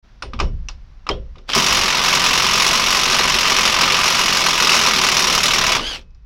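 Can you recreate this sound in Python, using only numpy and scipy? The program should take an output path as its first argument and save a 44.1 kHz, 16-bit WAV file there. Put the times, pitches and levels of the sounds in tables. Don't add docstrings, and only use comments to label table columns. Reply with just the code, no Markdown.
import sys
import numpy as np
from scipy import signal
from scipy.fft import rfft, irfft, next_fast_len
from scipy.io import wavfile
from scipy.ndimage import uniform_filter1d

SR = 44100
rng = np.random.default_rng(int(sys.argv[2]) if len(sys.argv) > 2 else 0)


def unload_audio(sound):
    columns = np.transpose(np.atleast_2d(sound))
    steps = np.round(np.clip(columns, -1, 1) * 32767)
    wavfile.write(sys.argv[1], SR, steps.astype(np.int16))


N = 275801
T = np.arange(N) / SR

# time_s, rate_blows_per_s
HAMMER_RATE = [(1.549, 33.7), (1.6, 46.2), (1.67, 48.7), (1.81, 44.7), (2.27, 44.1), (2.96, 46.5),
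               (3.24, 45.2), (4.2, 44.35), (4.28, 44.8), (4.88, 41.25), (4.94, 39.45), (5.4, 37.3),
               (5.59, 39.7), (5.77, 31.6)]


def from_db(db):
    return 10 ** (np.asarray(db) / 20)


def rms_one(x):
    return x / np.sqrt(np.mean(x ** 2) + 1e-20)


def in_time(rows, t=T):
    time_s, *columns = np.transpose(rows)
    return [np.interp(t, time_s, column) for column in columns]


def at_hz(points, hz):
    point_hz, value = np.transpose(points)
    return np.interp(np.log(np.maximum(hz, 1)), np.log(point_hz), value)


def noise(spectrum):
    size = next_fast_len(N)
    hz = np.arange(size // 2 + 1) * SR / size
    white = rfft(rng.standard_normal(size))
    return rms_one(irfft(white * from_db(at_hz(spectrum, hz)), size)[:N])


def wander():
    return noise([(1, -6), (2, 0), (7, 0), (20, -30), (100, -120)])


def clicks(times, sizes):
    out = np.zeros(N)
    at = np.clip(np.round(np.asarray(times) * SR).astype(int), 0, N - 1)
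    np.add.at(out, at, sizes)
    return out


def ring(x, hz, t60):
    radius, angle = from_db(-60 / (t60 * SR)), 2 * np.pi * hz / SR
    feedback = [1, -2 * radius * np.cos(angle), radius * radius]
    return signal.lfilter([0, np.sin(angle)], feedback, x + 1e-18)


def clack(times, level_db, hz, t60):
    age, out = np.arange(2048) / SR, np.zeros(N + 2048)
    for start_s, db, pitch_hz in zip(times, level_db, hz):
        at = int(np.clip(start_s * SR, 0, N))
        out[at:at + len(age)] += from_db(db - 60 * age / t60) * np.sin(2 * np.pi * pitch_hz * age)
    return signal.sosfilt(signal.butter(4, 6500, fs=SR, output="sos"), out[:N] + 1e-18)


def clatter(times, level_db, spectrum, decay, body_db=0, treble_db=0, patchy_db=1.5):
    # frequency_hz, delay_s
    bass_lag = [(100, .016), (250, .013), (500, .006), (900, 0.001), (1500, 0.0003)]
    edges = np.geomspace(80, 17000, 29)
    centres = np.sqrt(edges[1:] * edges[:-1])
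    widths = np.diff(edges)
    share = from_db(at_hz(spectrum, centres)) ** 2 * widths
    share = share / share.sum()
    white, out = rng.standard_normal((2, N)), np.zeros(N)
    luck = rng.standard_normal((len(times), len(centres)))
    for k, hz in enumerate(centres):
        body_part = at_hz([(430, 0.98), (820, 0.1)], hz)
        treble_part = at_hz([(3000, 0), (7000, 0.71)], hz)
        dose_db = level_db + body_part * body_db + treble_part * treble_db + patchy_db * luck[:, k]
        energy = clicks(times + at_hz(bass_lag, hz), from_db(dose_db) ** 2)
        keep = from_db(-60 / (at_hz(decay, hz) * SR)) ** 2
        stored = signal.lfilter([1], [1, -keep], energy + 1e-18)
        band = signal.butter(2, edges[k:k + 2], "band", fs=SR, output="sos")
        out += signal.sosfilt(band, white[k % 2] * np.sqrt(stored * share[k] / widths[k] * SR / 2))
    return out


def hub(x):
    # frequency_hz, width_hz, gain_db
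    humps = [(309, 65, -7.5), (710, 25, -9), (1180, 300, 0.2), (1617, 32, -4), (2680, 440, 0.3),
             (3300, 120, -3.5), (4510, 290, -7), (5610, 520, 3.5), (6440, 280, -4)]
    # frequency_hz, width_hz, gain_db
    resonances = [(376, 25, 4), (517, 20, 3), (952, 28, 4.5), (1015, 32, 6), (1160, 60, 3.5), (1233, 45, 4),
                  (1533, 40, 2.5), (1954, 38, 4.5), (2210, 42, 5.5), (2440, 50, 2.5), (2566, 24, 5),
                  (2705, 50, 3), (2880, 60, 2.5), (3019, 42, 3.5), (3410, 40, 4.5), (3663, 50, 3.5),
                  (3810, 45, 2.5), (4322, 60, 5.5), (4758, 50, 5), (5115, 45, 3), (5460, 50, 4.5),
                  (5754, 32, 6.5), (6100, 45, 3), (6690, 55, 8), (7235, 35, 7)]
    for hz, width_hz, gain_db in humps + resonances:
        b, a = signal.iirpeak(hz, hz / width_hz, fs=SR)
        x = x + (from_db(gain_db) - 1) * signal.lfilter(b, a, x + 1e-18)
    return x


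def background():
    # frequency_hz, density_db_per_hz
    rumble_colour = [(18, -15), (24, -1.5), (29, 3.5), (37, -9.5), (55, -4.5), (66, -9.5), (80, -18),
                     (130, -22), (220, -34.5), (400, -49.5), (900, -81.5), (4000, -130)]
    # time_s, level_db
    rumble_floor = [(0, -50.5), (1.5, -43.5), (3.4, -40.5), (4.1, -45.5), (4.9, -46), (5.8, -37),
                    (6.1, -47)]
    # start_s, level_db
    jolts = [(.223, -34.5), (.333, -28.5), (.4, -20.5), (1.089, -29), (1.68, -35)]
    # frequency_hz, density_db_per_hz
    air_colour = [(100, -5.5), (190, 2), (300, -10), (550, -12), (1100, -10.5), (3000, -18.5), (5700, -21),
                  (8200, -43.5), (16000, -49)]
    rumble_gain_db, wander_db = 4.5, 2.0
    attack_s, jolt_t60_s = 0.037, 1.0
    air_start_db, air_fade_db_per_s = -56, 1.6

    rumble = noise(rumble_colour)
    rumble = rumble / np.sqrt(uniform_filter1d(rumble ** 2, size=4000) + 1e-9)
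    power = from_db(in_time(rumble_floor)[0] + wander_db * wander()) ** 2
    for start_s, db in jolts:
        dying_db = -60 * np.maximum(T - start_s - attack_s, 0) / jolt_t60_s
        attack = np.clip((T - start_s) / attack_s, 0, 1)
        power = power + (attack * from_db(db + dying_db)) ** 2
    hiss = from_db(air_start_db - air_fade_db_per_s * T) * noise(air_colour)
    return from_db(rumble_gain_db) * np.sqrt(power) * rumble + hiss


def motor():
    # multiple, level_db
    whine_orders = [(1, -8.5), (2, 1), (3, -5.5), (4, -11), (5, -31), (6.3, -23), (7, -29)]
    # frequency_hz, density_db_per_hz
    gear_colour = [(88, -36.5), (150, -16.5), (905, -13.5), (1600, -15), (2400, -13), (3220, -8),
                   (3700, -13.5), (4860, -14), (7180, -28), (10600, -38), (16000, -46.5)]
    # frequency_hz, density_db_per_hz
    slow = [(10, 0), (220, 0), (600, -30), (2000, -90)]
    trigger_s, free_s, release_s = 1.493, 5.785, 5.96
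    spin_up_db_per_s, brake_db_per_s, unload_s = 1801, 450, 0.035
    loaded_db, free_db = -26.5, -31
    top_s, top_hz, sag_hz_per_s, top_round_s = 5.882, 1657, 4300, 0.012
    whine_db, whine_db_per_hz = -26, 0.03
    waver, flutter_db, rattle_flutter_db = 0.0256, 2.5, 3.0

    before_s, after_s = np.maximum(trigger_s - T, 0), np.maximum(T - release_s, 0)
    running_db = -spin_up_db_per_s * before_s - brake_db_per_s * after_s
    free = np.clip((T - free_s) / unload_s, 0, 1)
    sag_hz = sag_hz_per_s * (np.hypot(T - top_s, top_round_s) - top_round_s)
    sag_hz = np.minimum(sag_hz, top_hz)
    mesh_hz = (top_hz - sag_hz) * (1 + waver * noise(slow))
    phase = 2 * np.pi * np.cumsum(mesh_hz) / SR
    whine = np.zeros(N)
    for multiple, db in whine_orders:
        whine += from_db(db + flutter_db * noise(slow)) * np.sin(multiple * phase)
    whine = free * from_db(whine_db - whine_db_per_hz * sag_hz) * whine
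    rattle_db = loaded_db * (1 - free) + free_db * free + rattle_flutter_db * noise(slow)
    rattle = from_db(rattle_db) * noise(gear_colour)
    return from_db(running_db) * (whine + rattle)


def axle(times, level_db):
    # frequency_hz, level_db, t60_s
    axle_modes = [(330, -20.5, 0.11), (400, -21.5, .1), (527, -23, .28), (559, -28, .3), (747, -22, .09),
                  (2405, -14, .03), (2970, -34.5, 0.28), (5448, -34, .24)]
    low_lag_s, spread_db = 0.01097, 1.5
    out = np.zeros(N)
    for hz, db, t60_s in axle_modes:
        mode_db = level_db + db + spread_db * rng.standard_normal(len(times))
        out += ring(clicks(times + low_lag_s * (hz < 1000), from_db(mode_db)), hz, t60_s)
    return out


def knocks():
    # start_s, level_db, body_db, treble_db, clack_hz
    knock_events = [(0.223, -15.5, -13, -12, 1440), (0.334, -19, -20, -25, 1230), (.39, -19, -6, -9, 1250),
                    (0.4, -6, -13, -12, 1180), (0.686, -18, -39, 0, 2730), (1.067, -17, -15, -36, 1243),
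                    (1.09, -6.5, -9, -19, 1180), (1.356, -36, -2.5, -25, 1120),
                    (1.383, -37.5, -10, -9, 3680), (1.492, -15.5, -33, -6, 1280),
                    (1.534, -3, -41, -7.5, 3150), (5.795, -11, -10.5, -15.5, 1150),
                    (5.952, -29.5, -6.5, -14.5, 2540), (6.012, -45, -9, -1, 6000),
                    (6.106, -57, -10, -1, 5300), (6.147, -52.5, -12, 4, 5200)]
    # frequency_hz, density_db_per_hz
    knock_colour = [(100, -14.5), (220, 0.5), (500, -1), (750, -1.5), (1200, 5.5), (1900, -1), (2800, 3.5),
                    (4200, 3), (5600, 10.5), (7500, -42), (11000, -30), (16000, -58)]
    # frequency_hz, t60_s
    knock_decay = [(150, 0.18), (500, 0.33), (1000, 0.067), (5000, 0.036), (15000, 0.029)]
    # frequency_hz, t60_s
    tail_decay = [(150, 0.37), (600, 0.2), (2000, 0.2), (5500, 0.17), (9000, .08), (15000, .05)]
    # start_s, pitch_hz, level_db, t60_s
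    pings = [(0.222, 8899, -47, 0.14), (.34, 234, -28, .2), (.402, 5460, -41, 0.26),
             (.686, 5930, -24.5, 0.019), (1.09, 5130, -14, 0.026), (1.101, 403, -18.5, .1),
             (1.113, 3170, -16.5, 0.046), (1.115, 3270, -33, .15), (5.78, 2568, -47, 0.8)]
    steel_db, tail_db, clack_db, axle_db = -8.5, -19.0, -3.5, 4.0
    body_lift_db, treble_lift_db = 15.5, -1.5
    axle_follows = 0.47

    times, level_db, body_db, treble_db, clack_hz = np.transpose(knock_events)
    tilt = body_db + body_lift_db, treble_db + treble_lift_db
    steel = clatter(times, level_db + steel_db, knock_colour, knock_decay, *tilt)
    steel = steel + clack(times, level_db + clack_db, clack_hz, t60=0.015)
    tail = clatter(times, level_db + tail_db, knock_colour, tail_decay, *tilt)
    knocked = hub(steel + tail) + axle(times, level_db + axle_db + axle_follows * body_db)
    for start_s, hz, db, t60_s in pings:
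        knocked += ring(clicks([start_s], from_db(db)), hz, t60_s)
    return signal.sosfilt(signal.butter(2, 10500, fs=SR, output="sos"), knocked)


def blow_times():
    first_s, last_s = 1.549, 5.765
    running = (T >= first_s) & (T < last_s)
    blows = np.cumsum(in_time(HAMMER_RATE)[0][running]) / SR
    return np.interp(np.arange(int(blows[-1]) + 1), blows, T[running])


def hammering():
    # time_s, level_db, treble_db
    drive = [(1.55, -14, 6.5), (1.78, -12.5, -1), (2.4, -12, 0.5), (3.0, -13, 2), (3.25, -12, -2),
             (3.55, -11.5, 0), (3.85, -11.5, -3), (4.1, -13.3, 1), (4.9, -11.5, 0.5), (5.4, -12.5, 4),
             (5.77, -9.8, -4)]
    # time_s, timing_spread_s
    uneven = [(4.6, 0.0005), (5.1, .0014)]
    # frequency_hz, density_db_per_hz
    blow_colour = [(90, -17.5), (170, -9.5), (250, -9), (385, -11), (750, -8), (1150, -2.5), (1700, -5.5),
                   (2550, -4), (4400, -6), (5500, -5), (6600, -12.5), (8000, -22.5), (10800, -19),
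                   (13000, -28), (16000, -30.5)]
    # frequency_hz, t60_s
    blow_decay = [(200, 0.11), (600, 0.081), (1150, 0.052), (2500, 0.067), (5000, 0.086), (9000, 0.05),
                  (15000, 0.067)]
    # delay_at_full_rate_s, relative_level_db
    volley = [(0, .5), (.0042, -7.5), (.0088, -4), (.0135, -13.5)]
    # frequency_hz, level_db, t60_s
    housing = [(177.5, -33.5, 0.095), (230, -37.5, 0.12), (379.7, -32.5, .09), (475, -41.5, 0.067),
               (650, -31.5, 0.057)]
    full_rate = 44.7
    body_start_db, body_db_per_lost_blow = -1.0, 0.25
    seating_db, seating_s = 9, 0.098
    blow_db, strength_spread_db, colour_spread_db = -1.6, 1.0, 1.5
    sway_db, body_sway_db = 0.28, 1.0
    bounce_spread, bounce_spread_db, bounce_dull_db = 0.2, 2.5, -1.0
    thud_hz, thud_db, thud_t60_s = 1175, 0.0, 0.013
    snap_hz, snap_db, snap_t60_s = 2650, 3.5, 0.0071
    pitch_spread, clack_spread_db = 0.057, 3.0
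    recoil_s = 0.013

    times = blow_times()
    count = len(times)
    late, hard, bright, thud_hard, thud_sharp, snap_hard, snap_sharp = rng.standard_normal((7, count))
    spread_s, = in_time(uneven, times)
    level_db, treble_db = in_time(drive, times)
    seating = seating_db * np.exp((times[0] - times) / seating_s)
    lost_blows = full_rate - in_time(HAMMER_RATE, times)[0]
    body_db = body_start_db + seating + body_db_per_lost_blow * lost_blows
    sway = np.interp(times, T, wander())
    body_db = body_db + body_sway_db * sway
    level_db = level_db + sway_db * sway + blow_db + strength_spread_db * hard
    times = times + spread_s * late
    treble_db = treble_db + colour_spread_db * bright

    contacts, stretch = [], full_rate / in_time(HAMMER_RATE, times)[0]
    for k, (delay_s, db) in enumerate(volley):
        bounce_late, bounce_hard = rng.standard_normal((2, count)) * (k > 0)
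        at = times + delay_s * stretch * np.exp(bounce_spread * bounce_late)
        contact_db = level_db + db + bounce_spread_db * bounce_hard
        contacts.append([at, contact_db, body_db, treble_db + k * bounce_dull_db])
    at, contact_db, *tilt = np.hstack(contacts)
    rattle = clatter(at, contact_db, blow_colour, blow_decay, *tilt, patchy_db=1.47)

    thud_level_db = level_db + thud_db + clack_spread_db * thud_hard
    thud = clack(times, thud_level_db, thud_hz * np.exp(pitch_spread * thud_sharp), thud_t60_s)
    snap_level_db = level_db + snap_db + clack_spread_db * snap_hard
    snap = clack(times, snap_level_db, snap_hz * np.exp(pitch_spread * snap_sharp), snap_t60_s)
    recoil = clicks(times + recoil_s, from_db(body_db))
    buzz = sum(from_db(db) * ring(recoil, hz, t60_s) for hz, db, t60_s in housing)
    return hub(rattle + thud - snap) + buzz


def scene():
    return (background() + motor() + knocks() + hammering())[None]


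def record(dry):
    fade_in_s = (.025, .045)
    ceiling, cutoff_hz = 0.69, 15900
    dry = dry * np.interp(T, fade_in_s, (0, 1))
    rounded = dry / (1 + (dry / ceiling) ** 6) ** (1 / 6)
    return signal.sosfilt(signal.ellip(12, 0.1, 90, cutoff_hz, fs=SR, output="sos"), rounded)


dry = scene()
out = record(dry)
unload_audio(out)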